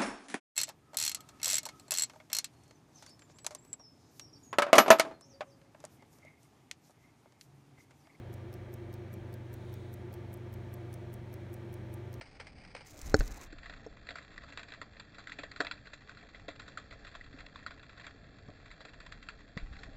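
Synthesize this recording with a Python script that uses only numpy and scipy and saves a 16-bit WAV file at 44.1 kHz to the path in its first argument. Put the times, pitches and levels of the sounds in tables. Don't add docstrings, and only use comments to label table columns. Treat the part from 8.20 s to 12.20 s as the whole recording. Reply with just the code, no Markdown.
import sys
import numpy as np
from scipy import signal
from scipy.fft import rfft, irfft
from scipy.io import wavfile
from scipy.ndimage import uniform_filter1d

SR = 44100
rng = np.random.default_rng(int(sys.argv[2]) if len(sys.argv) > 2 else 0)


def materialize(psi):
    bounded = np.clip(np.atleast_2d(psi).T, -1, 1)
    quanta = np.round(bounded * 32767).astype(np.int16)
    wavfile.write(sys.argv[1], SR, quanta)


N = 176400

# pitch_hz, width_hz, tick_gain_db, tock_gain_db
CASE_MODES = [(4000, 1600, -20, -3), (4600, 330, -19, -9.5), (5330, 190, -9, -3), (5830, 160, -6.5, -6.5),
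              (6570, 180, -13, -8.5), (6980, 350, -6.5, -11), (7910, 140, -7, -10), (8700, 350, -1, -8),
              (9620, 180, -1, -4.5), (10450, 300, -15, -25), (11680, 290, -2, -4.5), (12450, 400, 2, -2.5),
              (12900, 240, -13, -9), (13550, 290, -1, -1), (13950, 350, -4.5, -8), (14250, 590, -3, -22),
              (15800, 800, -7, -1.5)]


def amp(db):
    return 10 ** (np.asarray(db) / 20)


def unit(x):
    return x / np.sqrt(np.mean(x ** 2) + 1e-30)


def spectrum_db(points, hz):
    point_hz, db = np.transpose(points)
    return np.interp(np.log(hz + 1), np.log(point_hz), db)


def peak_power(peaks, hz):
    return sum((amp(db) / (1 + 2 * ((hz - centre) / width) ** 2)) ** 2 for centre, width, db in peaks)


def add(mix, start_s, sound):
    part = mix[max(round(start_s * SR), 0):][:len(sound)]
    part += sound[:len(part)]


def shaped_noise(gain):
    return irfft(rfft(rng.standard_normal(N)) * gain, N)


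def drift(rate_hz):
    hz = np.fft.rfftfreq(N, 1 / SR)
    return unit(shaped_noise(np.exp(-(hz / rate_hz) ** 2)))


def hum(waver_db=0.52):
    # pitch_hz, rms_db
    tones = [(71.1, -72), (94.75, -50), (120.02, -47.5), (240.07, -66), (260.57, -66), (360.07, -60),
             (521.1, -68.5), (1383.5, -85), (1596.2, -84), (2293.6, -78), (3361, -88.5)]
    out = np.zeros(N)
    for hz, db in tones:
        pitch_waver = .0006 * np.sqrt(hz / 2300) * drift(4.3)
        turns = np.cumsum(hz * (1 + pitch_waver)) / SR + rng.random()
        out += np.sqrt(2) * amp(db + waver_db * drift(1.3)) * np.sin(2 * np.pi * turns)
    return out


def room_air(gain_db=0.5, waver_db=0.33):
    # frequency_hz, relative_density_db
    floor = [(15, -116), (26, -102), (38, -83), (65, -73), (140, -78), (225, -77), (275, -91.5), (330, -81),
             (410, -84), (600, -85), (780, -91.5), (930, -89.5), (1080, -96.5), (1450, -96.5),
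             (1650, -94.5), (2250, -97), (2800, -104), (3200, -102), (3550, -106), (4100, -106.5),
             (4850, -114), (5600, -112), (6900, -115.5), (7600, -119.5), (8800, -118), (9900, -121),
             (10400, -126), (11100, -122.5), (12500, -123), (14500, -126), (16000, -126)]
    # centre_hz, width_hz, relative_density_db
    resonances = [(162, 8.1, -79), (194, 7.3, -78), (599.4, 13, -80), (700, 16, -82.5), (874, 15, -87.5),
                  (1184, 26, -89.5)]
    hz = np.fft.rfftfreq(N, 1 / SR)
    power = amp(spectrum_db(floor, hz)) ** 2 + peak_power(resonances, hz)
    noise = shaped_noise(np.sqrt(power * SR / 2))
    return noise * amp(gain_db + waver_db * drift(4.2))


def ventilation_drone(gain_db=-0.95, smooth_samples=9000):
    # centre_hz, width_hz, gain_db
    resonances = [(329.3, 22, -5.5), (350, 15, 0.5), (382, 15, -6)]
    # time_s, relative_level_db
    level_wander = [(0.0, -55), (0.33, -52), (0.67, -50.5), (1.0, -53.4), (1.33, -54), (1.67, -54.5),
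                    (2.0, -51.5), (2.33, -54), (2.67, -52), (3.0, -54), (3.33, -52), (3.67, -51),
                    (4.0, -54)]
    hz = np.fft.rfftfreq(N, 1 / SR)
    noise = unit(shaped_noise(np.sqrt(peak_power(resonances, hz))))
    steady = noise / np.sqrt(uniform_filter1d(noise ** 2, smooth_samples))
    wander_db = np.interp(np.arange(N) / SR, *np.transpose(level_wander))
    return steady * amp(gain_db + wander_db)


def contact(mode_db, rise_s, hold_s, decay_s, spread_db=1.5, size=1024):
    t = np.arange(size) / SR
    force = np.minimum(t / rise_s, 1) * np.exp(-np.maximum(t - rise_s - hold_s, 0) / decay_s)
    uneven = amp(spread_db * unit(uniform_filter1d(rng.standard_normal(size), size=14)))
    out = np.zeros(size)
    for (hz, width, _, _), db in zip(CASE_MODES, mode_db):
        chatter = force * uneven * rng.standard_normal(size)
        pole = np.exp((2j * np.pi * hz - np.pi * width) / SR)
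        ring = signal.lfilter([1, -1], np.poly([pole, pole.conjugate()]).real, chatter)
        out += amp(db) * unit(ring)
    return unit(out) * np.sqrt(.0087 * SR / size)


def escapement(gain_db=-4, unlock_db=-21, settle_db=-31, light_hold_s=.0002, firm_hold_s=.001):
    # lock_s, relative_level_db, impulse_re_lock_db, low_mode_lift_db,
    # struck_mode_hz, struck_mode_lift_db
    beats = [(.1386, -56, -8, 6, 11680, 9), (.3392, -55, -5, 0, 12900, 1),
             (.5389, -52.5, -12, 4.5, 13550, 10.5), (.7392, -55, -8, 0.5, 5830, -2),
             (.9386, -55, -6, 3, 11680, 5), (1.1394, -55.5, -9, -1, 9620, 3),
             (1.3390, -53.5, -8, 5, 13950, 12.5), (1.5394, -54.5, -9, -2, 12900, 5),
             (1.7390, -53.5, -10, 0, 12900, 4), (1.9394, -54, -8, -2, 12450, 2),
             (2.1393, -52, -9, -0.5, 10450, 13), (2.3394, -55.5, -8, -1.5, 12450, 3),
             (2.5394, -52, -15, -3, 12450, 4), (2.7397, -52, -6.5, 2, 9620, 11),
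             (2.9394, -53, -9, 0, 9620, 1), (3.1398, -53.5, -9, -1, 12450, 6),
             (3.3394, -53.5, -8, 1, 13950, -1), (3.5398, -55, -7, -2, 9620, 6),
             (3.7396, -53, -13, -2, 9620, 3), (3.9399, -53.5, -6, -1, 5330, 1)]
    # unlock_lead_s, impulse_lead_s
    leads = [(.0170, .0091), (.0166, .0112)]
    # rise_s, decay_s
    strokes = [(.0004, 0.0016), (.0009, .0009)]
    # start_s, relative_level_db
    slips = [(2.1712, -70)]
    out = np.zeros(N)
    modes = np.array(CASE_MODES)
    mode_hz = modes[:, 0]
    for k, (lock_s, db, impulse_db, low_db, struck_hz, lift_db) in enumerate(beats):
        side = k % 2
        unlock_lead, impulse_lead = leads[side]
        rise, decay = strokes[side]
        colour = modes[:, 2 + side] + low_db * (mode_hz < 7500)
        colour[np.argmin(abs(mode_hz - struck_hz))] += lift_db
        add(out, lock_s - unlock_lead, amp(db + unlock_db) * contact(colour, rise, light_hold_s, decay))
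        add(out, lock_s - impulse_lead, amp(db + impulse_db) * contact(colour, rise, light_hold_s, decay))
        add(out, lock_s, amp(db) * contact(colour, rise_s=.00014, hold_s=firm_hold_s, decay_s=decay))
        if side == 0:
            settle_gain = amp(db + settle_db + 1.5 * rng.standard_normal())
            add(out, lock_s + .0325, settle_gain * contact(colour, rise, firm_hold_s, decay))
    for start_s, db in slips:
        add(out, start_s, amp(db) * contact(modes[:, 2], rise_s=.0006, hold_s=.001, decay_s=.003))
    return amp(gain_db) * out


def reflections(sound, gain_db=-15, t60_s=0.05, size=6000):
    tail = rng.standard_normal(size) * amp(-60 * np.arange(size) / SR / t60_s)
    return amp(gain_db) * signal.fftconvolve(sound, tail / np.linalg.norm(tail))[:N]


def finger_slide(rough_db=0.5, grain_hz=70):
    # time_s, level_db
    stroke = [(1.2, -90), (1.35, -74.5), (1.5, -70.5), (1.6, -71), (1.75, -75.5), (1.95, -95)]
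    # frequency_hz, gain_db
    colour = [(1500, -44), (2900, -4), (3700, 6), (5300, -10.5), (6700, -4), (7700, -12), (8900, -6.5),
              (10500, -17), (11400, -14), (14000, -25), (15500, -13)]
    hz = np.fft.rfftfreq(N, 1 / SR)
    hiss = unit(shaped_noise(amp(spectrum_db(colour, hz))))
    stroke_db = np.interp(np.arange(N) / SR, *np.transpose(stroke))
    return hiss * amp(stroke_db + rough_db * drift(grain_hz))


def scene():
    watch = escapement()
    foreground = watch + reflections(watch) + finger_slide()
    room = hum() + room_air() + ventilation_drone()
    return (foreground + room)[None]


def record(dry):
    lowpass = signal.firwin(511, cutoff=15880, window=("kaiser", 9), fs=SR)
    return signal.oaconvolve(dry, lowpass[None], "same")


dry = scene()
out = record(dry)
materialize(out)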